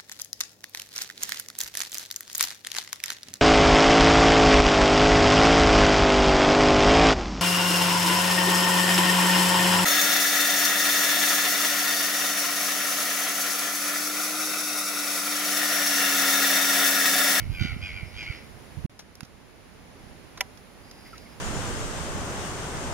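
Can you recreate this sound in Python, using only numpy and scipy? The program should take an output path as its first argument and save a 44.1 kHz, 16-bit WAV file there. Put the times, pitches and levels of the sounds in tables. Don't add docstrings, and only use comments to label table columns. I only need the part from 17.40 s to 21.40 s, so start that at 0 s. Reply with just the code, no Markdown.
import sys
import numpy as np
from scipy import signal
from scipy.fft import rfft, irfft, next_fast_len
from scipy.io import wavfile
from scipy.ndimage import uniform_filter1d, map_coordinates

SR = 44100
rng = np.random.default_rng(int(sys.argv[2]) if len(sys.argv) > 2 else 0)


def dump_mix(stems):
    frames = np.atleast_2d(stems).T
    limited = np.clip(frames, -1, 1)
    pcm = np.round(limited * 32767).astype(np.int16)
    wavfile.write(sys.argv[1], SR, pcm)


N = 176400
T = np.arange(N) / SR

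# t/s, f/Hz
CAW_PITCH = [(0, 735), (.07, 720), (.135, 850), (.175, 770), (.21, 762), (.245, 782), (.29, 760),
             (.35, 680), (.41, 755), (.44, 825), (.468, 832), (.525, 690), (.538, 760), (.58, 782),
             (.65, 680), (.765, 775), (.795, 815), (.862, 715), (.882, 782), (.96, 685)]
# t/s, level/dB, body/dB, harshness/dB
CAW_SHAPE = [(0, -42.5, 3, -1), (0.041, -50, -8, 3), (.06, -57, -9, 6), (.135, -54, 5, 13),
             (.146, -41.5, -1, -1), (.19, -35, -11, -7), (0.21, -36.5, 6, 6), (.24, -36, 2, 9.5),
             (.30, -37.5, 0.5, -1), (.35, -46.5, 2, -6), (.375, -82.5, -10, -9.5), (0.413, -47.5, -5, 8),
             (0.429, -35.5, -7, -2), (.47, -33.5, -8, -0.5), (.512, -36.5, -21, -3.5),
             (.536, -42.5, -5.5, -1.5), (.575, -35.5, -6, -11), (.615, -41, -6, -6), (.63, -50, -15, -2),
             (.68, -52, -24, 1), (.71, -60, 0, 13), (0.759, -49, -3, 12), (.784, -38, -6, 4),
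             (.825, -36, -10, 3.5), (.856, -39.5, -17, 6.5), (.882, -33.5, -7, -12),
             (.925, -43.5, -2.5, 4.5), (.99, -54, -5, 11), (1.04, -81, -0.5, -3)]
# multiple of the pitch, level/dB, share of body, share of harshness
CAW_PARTIALS = [(1, -22.5, 0.63, 0), (1.88, -8.5, 1, 0), (2.66, -8, 0.27, 0.25), (3, -0.5, 0.016, 0),
                (3.55, -12, 0, 0.51), (4, -9, 0.14, .4), (5, -16.5, 0.96, 1), (6, -11, 0.31, 0.48),
                (6.4, -21.5, 0, .5), (8, -25, 0.7, 1)]
# f/Hz, level/dB
RASP_EQ = [(500, -35), (1080, -17), (1480, -8.5), (1760, -9.5), (2050, -13), (2500, -5.5), (3150, -5),
           (3750, -10), (5100, -13.5), (6000, -20), (7300, -20), (9500, -32), (13500, -43), (16000, -50)]
RATTLE_HZ, USUAL_PITCH_HZ = 89.76, 773


def caws():
    times, *curves = np.transpose(CAW_SHAPE)
    db, body_db, harsh_db = (np.interp(T, times, curve) for curve in curves)
    pitch = np.interp(T, *np.transpose(CAW_PITCH))
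    rattle_hz = RATTLE_HZ * (pitch / USUAL_PITCH_HZ) ** 1.79 * (1 + .11 * wobble(59.35))
    beats = np.cumsum(rattle_hz) / SR
    pulses = unit(.32 + np.abs(np.sin(np.pi * beats)) ** 2.3)
    rattle = pulses * amp(wobble(90))
    detune = .014 * rng.standard_normal(2000)[beats.astype(int)]
    swing = .024 * np.sin(2 * np.pi * beats)
    phase = 2 * np.pi * np.cumsum(pitch * (1 + detune + swing)) / SR
    phase += .09 * amp(harsh_db / 2) * wobble(450)
    tone = sum(amp(base_db + body * body_db + harsh * harsh_db)
               * np.sin(multiple * phase + rng.uniform(0, 2 * np.pi))
               for multiple, base_db, body, harsh in CAW_PARTIALS)
    rasp = amp(-12 + .8 * harsh_db) * noise(RASP_EQ)
    return amp(db) * (rattle * tone + np.sqrt(rattle) * rasp)


# f/Hz, t60/s
ECHO_DECAY = [(200, 0.076), (2300, 0.4772), (5000, 0.23), (12000, 0.08)]


def echo(x, delay_s=0.028):
    hz, t, spectra = signal.stft(rng.standard_normal((2, SR // 2)), SR, nperseg=256)
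    decay = amp(-60 * t / along(ECHO_DECAY, hz)[:, None])
    mid, side = signal.istft(spectra * decay, SR, nperseg=256)[1]
    tail = mid + np.array([[.45], [-.45]]) * side
    delayed = np.pad(x, (round(delay_s * SR), 0))[None]
    return signal.fftconvolve(delayed, tail / np.linalg.norm(tail[0]), axes=1)[:, :N]


# f/Hz, level/dB
CRACK_EQ = [(100, -19), (500, -14.5), (850, -7.5), (1650, -12.5), (2100, 4.5), (2550, 1), (3150, -1.5),
            (4100, -10), (5200, 0), (7000, -9.5), (8000, -14), (9500, -13), (13200, -11.5), (16000, -33)]
# f/Hz, level/dB, t60/s
TWIG_MODES = [(600, -11, 0.05), (765, -5.5, 0.061), (978, -5, 0.053), (1370, -4, 0.031), (1750, -12, 0.04),
              (2015, 2, 0.034), (2294, 9, 0.023), (2510, -3, .02), (3010, -3, .026), (3340, -4.5, 0.025),
              (5190, -7, 0.04), (6330, -7, 0.034)]
# f/Hz, left minus right/dB
SNAP_PAN = [(500, -3), (2200, -2), (3200, 0), (5500, -2.5), (10000, -2), (13000, -9)]


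def snap(start_s=3.0071, hold_s=0.0032, crack_t60_s=0.017):
    t = np.clip(T - start_s, 0, 1)
    crack_db = -18 - 60 * np.maximum(t - hold_s, 0) / crack_t60_s
    crack = amp(crack_db) * (1 - np.exp(-t / 0.001)) * noise(CRACK_EQ)
    ring = sum(amp(-22 + db - 60 * t / t60) * np.sin(2 * np.pi * hz * t) for hz, db, t60 in TWIG_MODES)
    attack = 1 - np.exp(-t / 0.0007)
    return pan_by_band((crack + ring) * attack, SNAP_PAN)


# t/s, level/dB, rise/s, t60/s, tilt/(dB per octave), left minus right/dB
TICK_CUES = [(.829, -37.5, 0.00072, 0.02787, -3, -1.5), (1.591, -37, 0.002, 0.075, 0.5, 4),
             (1.753, -39, 0.0013, 0.018, 4.5, -6), (1.807, -29, 0.00017, 0.012, 0.5, -11),
             (1.831, -45, 0.00081, 0.041, -1.5, -12), (1.849, -45.5, 0.00084, 0.04315, 2, -3),
             (2.974, -34.5, 0.0018, 0.048, -2, -2), (3.173, -52, 0.001154, 0.043, -1, -22),
             (3.512, -36.5, 0.00094, 0.02181, 0, -3.5), (3.779, -40.5, 0.001087, 0.02705, 3, 0)]
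# f/Hz, level/dB
LITTER_EQ = [(100, -16), (500, -12), (900, -1), (1600, -9), (2200, -9), (3200, -11), (4200, -7),
             (5800, -3.5), (7000, -14.5), (8000, -20), (10000, -18.5), (13000, -16), (16000, -33.5)]


def ticks():
    out, n = np.zeros((2, N)), SR // 8
    t, hz = T[:n], np.fft.rfftfreq(n, 1 / SR)
    for start, db, rise, t60, tilt, pan_db in TICK_CUES:
        colour = amp(along(LITTER_EQ, hz) + tilt * np.log2((hz + 500) / 2000))
        burst = unit(irfft(rfft(rng.standard_normal(n)) * colour, n))
        envelope = amp(db - 60 * t / t60) * np.minimum(t / rise, 1)
        out[:, round(start * SR):][:, :n] += pan(pan_db) * envelope * burst
    return out


# t/s, level/dB
LEFT_GUSTS = [(0, -37), (.35, -39.5), (.6, -51), (1.0, -61.5), (1.44, -62), (1.5, -63), (4, -74)]
# t/s, level/dB
RIGHT_GUSTS = [(0, -26.5), (.12, -29), (.17, -32), (.21, -24.5), (.3, -27.5), (.42, -32), (.55, -40),
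               (.635, -33), (.69, -44), (.76, -38), (.83, -47), (.92, -41), (1.0, -52), (1.34, -53),
               (1.385, -31), (1.45, -33), (1.47, -80), (2.5, -66), (2.67, -46), (2.85, -62), (4, -80)]
# f/Hz, level/dB
RUMBLE_EQ = [(12, -15), (30, -2.5), (85, 4), (140, -3.5), (220, -16.5), (330, -24.5), (600, -49),
             (1500, -57), (5000, -100)]
# t/s, peak before the low-pass/dB, f/Hz
BUMP_CUES = [(0.103, -17.5, 80), (0.215, -14.5, 96), (0.224, -18, 190), (0.254, -18, 199),
             (0.367, -23, 135), (0.634, -23.5, 79.5), (0.905, -20.5, 68), (1.45, -17, 80),
             (1.456, -17, 178), (1.832, -26.5, 146)]


def wind(cutoff_hz=340):
    rumble = np.array([level(gusts) * unit(noise(RUMBLE_EQ) * amp(4.1 * wobble(35.48)))
                       for gusts in (LEFT_GUSTS, RIGHT_GUSTS)])
    bumps = np.zeros(N)
    for centre, db, hz in BUMP_CUES:
        u = 2 * np.pi * hz * (T - centre)
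        bumps -= amp(db) * u * np.exp((1 - u * u) / 2)
    return rumble + amp([[-22], [0]]) * filtered(bumps, lambda hz: 1 / (1 + (hz / cutoff_hz) ** 6))


# t/s, level/dB
TRILL_LEVEL = [(0, -68), (.85, -64), (.96, -59), (1.08, -66), (1.2, -85.5), (3.38, -93.5), (3.47, -65),
               (3.66, -61), (3.85, -63), (4, -70)]
# t/s, f/Hz
TRILL_PITCH = [(1.2, 5118), (3.43, 4500), (3.51, 4975), (3.7, 4900), (4, 5043)]


def far_trill(width_hz=340, flicker_db=2.5):
    blur = unit(filtered(rng.standard_normal((2, N)), lambda hz: 1 / (1 + (hz / width_hz) ** 2)))
    phase = 2 * np.pi * np.cumsum(np.interp(T, *np.transpose(TRILL_PITCH))) / SR
    band = blur[0] * np.sin(phase) + blur[1] * np.cos(phase)
    return level(TRILL_LEVEL) * amp(flicker_db * wobble(35)) * band


# t/s, level/dB, end pitch/Hz, length/s,
# starting offset as a fraction of the end pitch
CHIRP_CUES = [(3.43, -59, 4970, .05, -.05), (3.576, -55, 748, 0.032, 0.16), (3.73, -40, 1272, 0.023, 0.13),
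              (3.857, -51.5, 2110, 0.025, .08)]


def chirps():
    out = np.zeros(N)
    for start, db, hz, length, offset in CHIRP_CUES:
        progress = np.clip((T - start) / length, 0, 1)
        phase = 2 * np.pi * np.cumsum(hz * (1 + offset * (1 - progress) ** 2.6)) / SR
        out += amp(db) * np.sin(np.pi * progress ** .5) * np.sin(phase)
    return out


# f/Hz, level/dB
CHATTER_EQ = [(900, -30), (1400, -12), (2100, 2), (2800, -8), (4000, -18)]


def chatter():
    return swell(centre_s=3.73, width_s=0.19) * amp(-60.5 + 5 * wobble(30)) * noise(CHATTER_EQ)


# f/Hz, level/dB
RUSTLE_EQ = [(7000, -34), (11000, 2), (13300, 0.5), (14500, -11), (16000, -25.5)]


def rustle():
    return pan(-8) * amp(-63.5) * swell(centre_s=.18, width_s=.085) * noise(RUSTLE_EQ)


# f/Hz, level/dB
AIR_EQ = [(15, -35), (25, -10.5), (49, -4), (129, -5.5), (194, -6.5), (229, -5), (305, -8.5), (415, -10),
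          (1330, -18), (2100, -18.5), (3450, -24.5), (5060, -26), (7400, -31), (9620, -33.5), (16300, -120)]
# t/s, level/dB
AIR_LEVEL = [(0, -48), (1.46, -46.5), (1.5, -52.5), (2.1, -50.5), (2.7, -47.5), (3.3, -49), (4, -46.5)]
# f/Hz, left-right correlation
AIR_CORRELATION = [(60, 0.044), (240, 0.31), (950, 0.36), (3770, 0.03918), (15000, 0.078)]
# f/Hz, left minus right/dB
AIR_PAN = [(60, -10), (240, -4.5), (950, -3.0), (3770, -0.5), (15000, 1.5)]


def outdoor_air():
    def mid_side_gains(hz):
        angle = np.arccos(along(AIR_CORRELATION, hz)) / 2
        return amp(along(AIR_EQ, hz)) * [np.cos(angle), np.sin(angle)]

    mid, side = filtered(rng.standard_normal((2, N)), mid_side_gains)
    air = unit(pan_by_band(np.array([mid + side, mid - side]), AIR_PAN))
    return level(AIR_LEVEL) * amp(0.069 * wobble(5.8)) * air


# f/Hz, level/dB
HISS_EQ = [(5000, -40), (7400, -1), (9300, -4), (10000, 8), (10800, 6), (11300, -0.5), (13500, -1.5),
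           (15800, -8)]
# t/s, level/dB
HISS_LEVEL = [(0, -61), (1.46, -62), (1.5, -70), (2.1, -67.5), (2.7, -65), (4, -62.5)]


def camera_noise(whine_hz=8800.1, whine_db=-7):
    pitch = whine_hz + 45 * np.array([wobble(120), wobble(120)])
    whine = amp(whine_db) * np.sin(2 * np.pi * np.cumsum(pitch, axis=1) / SR)
    hiss = np.array([noise(HISS_EQ), noise(HISS_EQ)])
    return level(HISS_LEVEL) * (hiss + whine)


def amp(db):
    return 10 ** (np.asarray(db) / 20)


def unit(x):
    return x / np.sqrt(np.mean(x ** 2) + 1e-20)


def along(points, hz):
    freqs, values = np.transpose(points)
    return np.interp(np.log(hz + 1), np.log(freqs + 1), values)


def level(rows):
    return amp(np.interp(T, *np.transpose(rows)))


def swell(centre_s, width_s):
    return np.exp(-((T - centre_s) / width_s) ** 2)


def wobble(rate):
    return map_coordinates(rng.standard_normal(int(N * rate / SR) + 4), [T * rate])


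def filtered(x, response):
    size = next_fast_len(N + SR // 4)
    return irfft(rfft(x, size) * response(np.fft.rfftfreq(size, 1 / SR)), size)[..., :N]


def noise(eq):
    return unit(filtered(rng.standard_normal(N), lambda hz: amp(along(eq, hz))))


def pan(db):
    return amp(np.array([[db], [-db]]) / 2)


def pan_by_band(x, points):
    return filtered(x, lambda hz: amp(np.outer([.5, -.5], along(points, hz))))


def ports(x, lag_ms):
    def response(hz):
        lag_s = lag_ms / 1000 * np.clip((hz - 1500) / 3500, 0, 1)
        return np.exp(np.array([[-1j], [1j]]) * np.pi * hz * lag_s)

    return filtered(x, response)


def scene():
    voice = caws()
    calls = voice + far_trill() + chirps() + chatter() + amp(-12) * echo(voice)
    birds = ports(pan(-0.54) * calls, lag_ms=0.17)
    twigs = ports(ticks() + snap(), lag_ms=0.11)
    return birds + twigs + rustle() + wind() + outdoor_air() + camera_noise()


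# f/Hz, gain/dB
NOTCH_EQ = [(7450, 0), (7800, -14), (8000, -45), (8350, -45), (8600, -12), (8750, 0)]


def record(dry, mute_s=1.463, unmute_s=1.496, top_hz=15800):
    gate = uniform_filter1d(1. * ((T < mute_s) | (T > unmute_s)), size=60)
    return filtered(dry * gate, lambda hz: amp(along(NOTCH_EQ, hz)) * (hz < top_hz))


dry = scene()
out = record(dry)
dump_mix(out)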